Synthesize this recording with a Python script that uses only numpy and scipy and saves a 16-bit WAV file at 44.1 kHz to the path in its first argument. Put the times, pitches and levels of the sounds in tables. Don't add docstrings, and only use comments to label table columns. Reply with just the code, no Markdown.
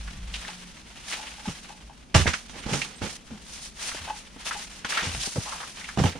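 import sys
import numpy as np
from scipy import signal
from scipy.fft import rfft, irfft, next_fast_len
from scipy.io import wavfile
from scipy.ndimage import uniform_filter1d

SR = 44100
rng = np.random.default_rng(int(sys.argv[2]) if len(sys.argv) > 2 else 0)


def put_to_file(sound):
    columns = np.atleast_2d(sound).T
    safe = np.clip(columns, -1, 1)
    whole_steps = np.round(safe * 32767)
    wavfile.write(sys.argv[1], SR, whole_steps.astype(np.int16))


N = 272979
TIME = np.arange(N) / SR

# frequency in Hz, gain in dB.
AIR_EQ = [(15, -33), (52, -0.5), (80, -26.5), (130, -4.5), (220, 0.5), (320, -9.5), (600, -15.5),
          (1500, -26.5), (5000, -51), (15000, -57)]
BREEZE_EQ = [(15, -8), (35, 1), (55, 5.5), (85, -10), (170, -13.5), (600, -55.5)]
# pitch in Hz, level in dB, end in seconds.
HUM_TONES = [(54.3, -41, 0.42), (179, -53.5, 0.73)]
# time in seconds, level in dB.
LEAF_BED = [(0, -52.5), (.85, -58), (1.05, -51), (1.7, -56.5), (2.1, -67), (2.9, -56), (3.2, -58),
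            (4.3, -58.5), (6.19, -59.5)]
# frequency in Hz, gain in dB.
HISS_EQ = [(500, -27), (2000, -7.5), (3600, 0.5), (6200, 3), (7600, -3.5), (9500, -1), (15000, -14.5)]
CRUNCH_EQ = [(100, -26), (400, -10), (800, -2), (1100, -3), (1600, -1.5), (3000, 0.5), (4500, -6.5),
             (9000, -19)]
# start in seconds, level in dB, pitch in Hz, t60 (time to fall 60 dB) in seconds.
CLACKS = [(0.076, -39, 1650, 0.084), (0.338, -31, 2960, .14), (.447, -35, 1850, .035),
          (1.123, -29, 2240, 0.092), (1.268, -39, 2460, 0.11), (2.265, -22, 1890, 0.17),
          (2.338, -26, 1580, 0.076), (2.816, -23, 2450, 0.058), (3.915, -32.5, 1530, .06),
          (4.508, -28.5, 1420, 0.13), (4.845, -26, 1460, 0.069), (4.921, -21.5, 1510, 0.045),
          (4.97, -21.5, 1570, 0.17), (5.209, -32.5, 3410, 0.18), (5.458, -37.5, 940, 0.43),
          (5.521, -32.5, 1005, 0.14), (5.6, -34, 1100, 0.12), (5.629, -31, 1250, 0.048),
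          (5.809, -39.5, 1900, 0.097), (5.842, -34, 2390, 0.073), (5.886, -34.5, 1580, 0.12)]
# start in seconds, level in dB, hiss t60 in seconds.
STEPS = [(.325, -45.5, 2.04), (1.095, -35, 0.49), (1.24, -52, 3.3), (4.444, -34, 0.48), (4.883, -31, 0.3)]
# middle in seconds, level in dB, length in seconds, crunch over hiss in dB.
SWISHES = [(0.46, -54.5, 0.16, 12), (1.107, -37, 0.042, -1), (1.542, -50, 0.17, 1),
           (2.606, -53.5, 0.12, 10.5), (2.766, -37, 0.093, -3.5), (2.821, -43, 0.097, -2),
           (3.554, -43.5, 0.14, -4.5), (3.652, -40.5, 0.061, -9), (3.822, -40, 0.055, 2.5),
           (3.879, -37, 0.13, -1), (4.053, -47.5, 0.21, 5.5), (4.187, -43.5, 0.045, -1),
           (4.423, -50.5, 0.074, 7), (4.605, -39.5, 0.088, -3), (4.744, -48.5, 0.1, 1),
           (4.972, -45, 0.13, 15), (5.116, -40, .13, 2.5), (5.24, -36, 0.081, -6.5), (5.386, -40, 0.4, -8),
           (5.547, -45, 0.25, 3.5), (5.85, -48, 0.22, 3.5)]
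# start in seconds, drive in dB, scrape t60 in seconds.
KNOCKS = [(.486, -43, 0.088), (1.165, -43.5, 0.39), (1.381, -45.5, 0.14), (1.455, -36, 0.028),
          (1.69, -43, 0.19), (1.895, -46.5, 0.12), (4.071, -34, 0.25), (4.099, -28.5, 0.038),
          (4.549, -38, 0.13)]
# frequency in Hz, bandwidth in Hz, gain in dB.
HOLLOW_MODES = [(850, 52, 6), (970, 57, -38), (1510, 66, -11), (2560, 63, -11), (2880, 180, -27)]
# start in seconds, level in dB, final pitch in Hz, t60 in seconds.
THUMPS = [(1.474, -19, 153.6, 0.058), (2.148, -9, 110, 0.046), (2.168, -23, 150, .26),
          (2.714, -25.5, 140, .2), (3.31, -35.5, 202.3, 0.23), (4.0, -40.5, 74, 0.37),
          (5.062, -28, 82, 0.23), (5.138, -33.5, 50.3, 0.35), (5.362, -29, 422, 0.061),
          (5.375, -21, 88, 0.051), (5.977, -18.5, 173.5, 0.089), (6.008, -14, 118, 0.045),
          (6.040, -15.5, 87.6, 0.14)]
# start in seconds, body in dB, crinkle in dB, t60 in seconds.
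SLAPS = [(1.475, -36, -37, 0.15), (2.142, -15.5, -16.5, 0.18), (2.19, -32, -33, 0.15),
         (2.256, -23, -41, 0.051), (2.27, -24, -25.5, .15), (2.333, -37, -26, 0.072),
         (2.492, -44.5, -43, 0.11), (2.52, -45, -52, 0.78), (2.655, -33.5, -41, 0.27),
         (2.678, -37, -36.5, 0.78), (2.731, -30.5, -28.5, 0.11), (3.013, -28, -40, 0.24),
         (3.298, -44, -51, 0.33), (3.946, -33.5, -33.5, 0.033), (4.362, -38.5, -59, .05),
         (4.847, -31, -29, 0.039), (5.022, -34, -29.5, 0.29), (5.148, -30, -26, 0.024),
         (5.27, -32, -60, .07), (5.356, -27.5, -45, 0.13), (5.973, -18, -33, 0.035),
         (5.981, -23, -32, 0.23), (6.037, -14, -29, .042), (6.053, -26, -32, 0.16), (6.145, -41, -54, 0.29)]
# frequency in Hz, gain in dB.
BODY_EQ = [(25, -5.5), (55, 4.5), (110, 2.5), (220, 5.5), (340, -1), (470, 0), (640, -5.5), (850, -1.5),
           (1050, -13.5), (1210, -11), (1600, -13), (4000, -36)]
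CRINKLE_EQ = [(200, -36), (900, 4), (1600, 5.5), (3100, 6), (4600, -1), (6000, 1.5), (7400, -6),
              (9500, -11.5), (15000, -27)]
# start in seconds, level in dB, contact time in seconds.
CASE_HITS = [(2.146, -1.5, .0002), (2.19, 0, 0.0055), (2.258, -6.5, 0.0045), (5.971, -11, 0.00034)]
# frequency in Hz, gain in dB, t60 in seconds.
CASE_MODES = [(82.8, -12.5, 0.1), (446, -33, 0.12), (637, -18, 0.12), (786, -25, 0.081), (1170, -21, 0.17)]
# start in seconds, level in dB, hiss t60 in seconds.
SKIDS = [(2.16, -36.5, 1.1), (2.29, -45.5, 0.23), (3.014, -42.5, 5.3), (6.019, -40.5, 0.56)]
# start in seconds, pitch in Hz, level in dB.
SQUEAKS = [(2.579, 8700, -49), (2.85, 8500, -55.5), (2.955, 8300, -49), (6.075, 13500, -43)]
# time in seconds, left minus right in dB.
PAN_PATH = [(2.0, 0), (2.16, -1.5), (2.38, -3), (2.7, -4), (3.1, -5), (3.2, 1), (5.93, 0.3), (5.98, -3.5)]
# frequency in Hz, side gain in dB.
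WIDTH_EQ = [(60, -3), (180, -14.5), (500, -9.5), (1000, -2), (3000, -7), (5500, -3.5), (9000, -1.5)]
# frequency in Hz, left minus right in dB.
CAPSULE_BALANCE = [(3500, 0), (6000, -2.5), (7500, 1), (9000, 8), (15000, 7.5)]
# frequency in Hz, gain in dB.
MICROPHONE_EQ = [(1000, 1), (9800, 1), (10600, -7.5), (11500, -11), (15000, -13.5)]


def undb(db):
    return 10 ** (np.asarray(db) / 20)


def unit(x):
    return x / np.sqrt(np.mean(x ** 2))


def curve(rows):
    return np.interp(TIME, *np.transpose(rows))


def wander(rate_hz):
    hold = int(SR / rate_hz)
    held = np.repeat(rng.standard_normal(N // hold + 1), hold)[:N]
    return unit(uniform_filter1d(held, hold))


def pan(pan_db):
    gains = undb(np.array([[1], [-1]]) * pan_db / 2)
    return gains / np.sqrt(np.mean(gains ** 2, axis=0))


def eq(x, points):
    size = 2 * next_fast_len(N // 2 + SR // 10)
    hz, db = np.transpose(points)
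    freqs = np.maximum(np.arange(size // 2 + 1) * SR / size, 1)
    gain = undb(np.interp(np.log(freqs), np.log(hz), db))
    cepstrum = irfft(np.log(gain))
    cepstrum[1:size // 2] *= 2
    cepstrum[size // 2 + 1:] = 0
    return irfft(rfft(x, size) * np.exp(rfft(cepstrum)))[..., :N]


def resonate(x, hz, width_hz):
    return signal.lfilter(*signal.iirpeak(hz, hz / width_hz, fs=SR), x)


def stereo(pair, side_db):
    side = undb(side_db) * eq(pair[1], WIDTH_EQ)
    return unit(np.array([pair[0] + side, pair[0] - side]))


def grains(per_second, spread_db, smear_s, smooth):
    sizes = undb(spread_db * np.minimum(rng.exponential(size=N), np.pi))
    clicks = (rng.random(N) < per_second / SR) * sizes
    smear = np.exp(-TIME[:SR // 20] / smear_s)
    energy = signal.fftconvolve(clicks ** 2, smear)[:N]
    return np.sqrt(np.abs(energy) / energy.mean() + smooth) * rng.standard_normal((2, N))


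def hit(start, attack_s, t60):
    out = np.zeros(N)
    span = slice(int(start * SR), int((start + attack_s + 2 * t60) * SR))
    t = np.maximum(TIME[span] - start, 0)
    out[span] = np.minimum(t / attack_s, 1) * undb(-60 * np.maximum(t - attack_s, 0) / t60)
    return out


def open_air(air_db=-54, breeze_db=-55, gust_db=2.0, rumble_db=-42):
    air = stereo(eq(rng.standard_normal((2, N)), AIR_EQ), side_db=5)
    hum = sum(undb(db) * unit(np.sin(2 * np.pi * hz * TIME)) * np.clip((end - TIME) / 0.03, 0, 1)
              for hz, db, end in HUM_TONES)
    bass = unit(eq(rng.standard_normal(N), BREEZE_EQ))
    gusts = undb(breeze_db + gust_db * wander(20))
    rumble = undb(rumble_db) * np.clip((0.5 - TIME) / 0.28, 0, 1)
    return undb(air_db) * air + hum + (gusts + rumble) * bass


def rustle(hiss_db=1, crunch_db=-1, bed_crunch_db=5, hiss_pan_share=0.24, flutter_db=1.65):
    hiss = stereo(eq(grains(500, 3.1, 0.0057, smooth=1), HISS_EQ), side_db=3)
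    crunch = stereo(eq(grains(300, 6.2, 0.0068, smooth=1), CRUNCH_EQ), side_db=0.5)
    bed = np.outer(undb([0, bed_crunch_db]), undb(curve(LEAF_BED)))
    envelopes = steps() + skids() + swishes() + [bed]
    hiss_level, crunch_level = np.sqrt(sum(np.square(pair) for pair in envelopes))
    flutter = undb(flutter_db * wander(70))
    pan_db = curve(PAN_PATH)
    hiss *= pan(pan_db * hiss_pan_share) * undb(hiss_db) * hiss_level
    crunch *= pan(pan_db) * undb(crunch_db) * crunch_level
    return flutter * (hiss + crunch)


def clacks(relative_width=0.67, attack_s=0.0026):
    chatter = stereo(grains(1400, 1.0, 0.0025, smooth=1), side_db=-1)
    out = np.zeros((2, N))
    for start, db, hz, t60 in CLACKS:
        span = slice(int(start * SR), int(start * SR) + SR // 2)
        band = resonate(chatter[:, span], hz, hz * relative_width)
        ring = unit(resonate(band, hz, hz * relative_width))
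        out[:, span] += undb(db) * hit(start, attack_s, t60)[span] * ring
    return pan(curve(PAN_PATH)) * out


def steps(attack_s=0.018, crunch_db=0.5, settle_ratio=1.7):
    return [(undb(db) * hit(start, attack_s, t60),
             undb(db + crunch_db) * hit(start, attack_s, t60 * settle_ratio))
            for start, db, t60 in STEPS]


def swishes():
    envelopes = []
    for middle, db, length, crunch_db in SWISHES:
        stroke = np.exp(-np.minimum(2 * ((TIME - middle) / length) ** 2, 20))
        envelopes.append(np.outer(undb([db, db + crunch_db]), stroke))
    return envelopes


def knocks(pan_db=2, scrape_db=20, strike_db=38, attack_share=0.034, soft_s=0.013):
    pressure = sum(undb(db) * hit(start, attack_share * t60, t60) for start, db, t60 in KNOCKS)
    grit = stereo(grains(910, 2.3, 0.00063, smooth=0.12), side_db=-7.5)
    force = undb(scrape_db) * pressure * grit
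    for start, db, t60 in KNOCKS:
        sharpness = np.exp(-attack_share * t60 / soft_s)
        force[:, int(start * SR)] += undb(db + strike_db) * sharpness
    return pan(pan_db) * sum(undb(db) * resonate(force, hz, width) for hz, width, db in HOLLOW_MODES)


def thumps(attack_s=0.013, pitch_bend=0.77, relax_s=0.0093, loose_db=-9, pan_share=0.2):
    loose_eq = [(20, -36), (55, -7), (150, 3), (260, -11.5), (600, -44)]
    loose = undb(loose_db) * unit(eq(rng.standard_normal(N), loose_eq))
    out = np.zeros(N)
    for start, db, hz, t60 in THUMPS:
        t = np.maximum(TIME - start, 0)
        cycles = hz * (t + pitch_bend * relax_s * (1 - np.exp(-t / relax_s)))
        out += undb(db) * hit(start, attack_s, t60) * (np.sin(2 * np.pi * cycles) + loose)
    return pan(pan_share * curve(PAN_PATH)) * out


def slaps(shortest_attack_s=0.00018, attack_share=0.038):
    body = stereo(eq(grains(1500, 5.0, 0.00041, smooth=0.66), BODY_EQ), side_db=0)
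    crinkle = stereo(eq(grains(1500, 1.6, 0.00013, smooth=1), CRINKLE_EQ), side_db=-0.5)
    out = np.zeros((2, N))
    for start, body_db, crinkle_db, t60 in SLAPS:
        envelope = hit(start, shortest_attack_s + attack_share * t60, t60)
        out += envelope * (undb(body_db) * body + undb(crinkle_db) * crinkle)
    return pan(curve(PAN_PATH)) * out


def padded_case(pan_db=-9, attack_cycles=2.8):
    out, size = np.zeros(N + SR), SR // 2
    for hz, mode_db, t60 in CASE_MODES:
        ring = hit(0, attack_cycles / hz, t60)[:size] * np.sin(2 * np.pi * hz * TIME[:size])
        for start, db, contact_s in CASE_HITS:
            first = int(start * SR)
            out[first:first + size] += undb(db + mode_db) * np.exp(-hz * contact_s) * ring
    return pan(pan_db) * out[:N]


def skids(attack_s=0.02, crunch_db=7, grip_t60=0.59, cut_s=3.17):
    envelopes = []
    for start, db, t60 in SKIDS:
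        gate = (TIME < cut_s) | (start > cut_s)
        glide = undb(db) * hit(start, attack_s, t60)
        grip = undb(db + crunch_db) * hit(start, attack_s, grip_t60)
        envelopes.append((gate * glide, gate * grip))
    return envelopes


def squeaks(width_hz=300, attack_s=0.0088, t60=0.045):
    slip = rng.standard_normal(N)
    return sum(undb(db) * hit(start, attack_s, t60) * unit(resonate(slip, hz, width_hz))
               for start, hz, db in SQUEAKS)


def tent(x, send_db=-14, t60=0.095, predelay_s=0.008):
    t = TIME[:SR // 2]
    tail = rng.standard_normal((2, len(t))) * undb(-60 * t / t60) * (t > predelay_s)
    tail /= np.sqrt(np.sum(tail ** 2, axis=1, keepdims=True))
    echo = signal.fftconvolve(x, tail, axes=1)[:, :N]
    return x + undb(send_db) * eq(echo, [(100, -6), (600, -11), (9000, 15.5)])


def scene():
    handling = thumps() + padded_case() + slaps() + clacks() + knocks() + squeaks()
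    return tent(handling) + rustle() + open_air()


def record(dry, cutoff_hz=15500):
    hz, balance_db = np.transpose(CAPSULE_BALANCE)
    capsule_db = 20 * np.log10(pan(balance_db))
    capsules = np.array([eq(x, np.column_stack([hz, db])) for x, db in zip(dry, capsule_db)])
    low_pass = signal.ellip(8, 0.2, 70, cutoff_hz, fs=SR, output="sos")
    return signal.sosfilt(low_pass, eq(capsules, MICROPHONE_EQ))


dry = scene()
out = record(dry)
put_to_file(out)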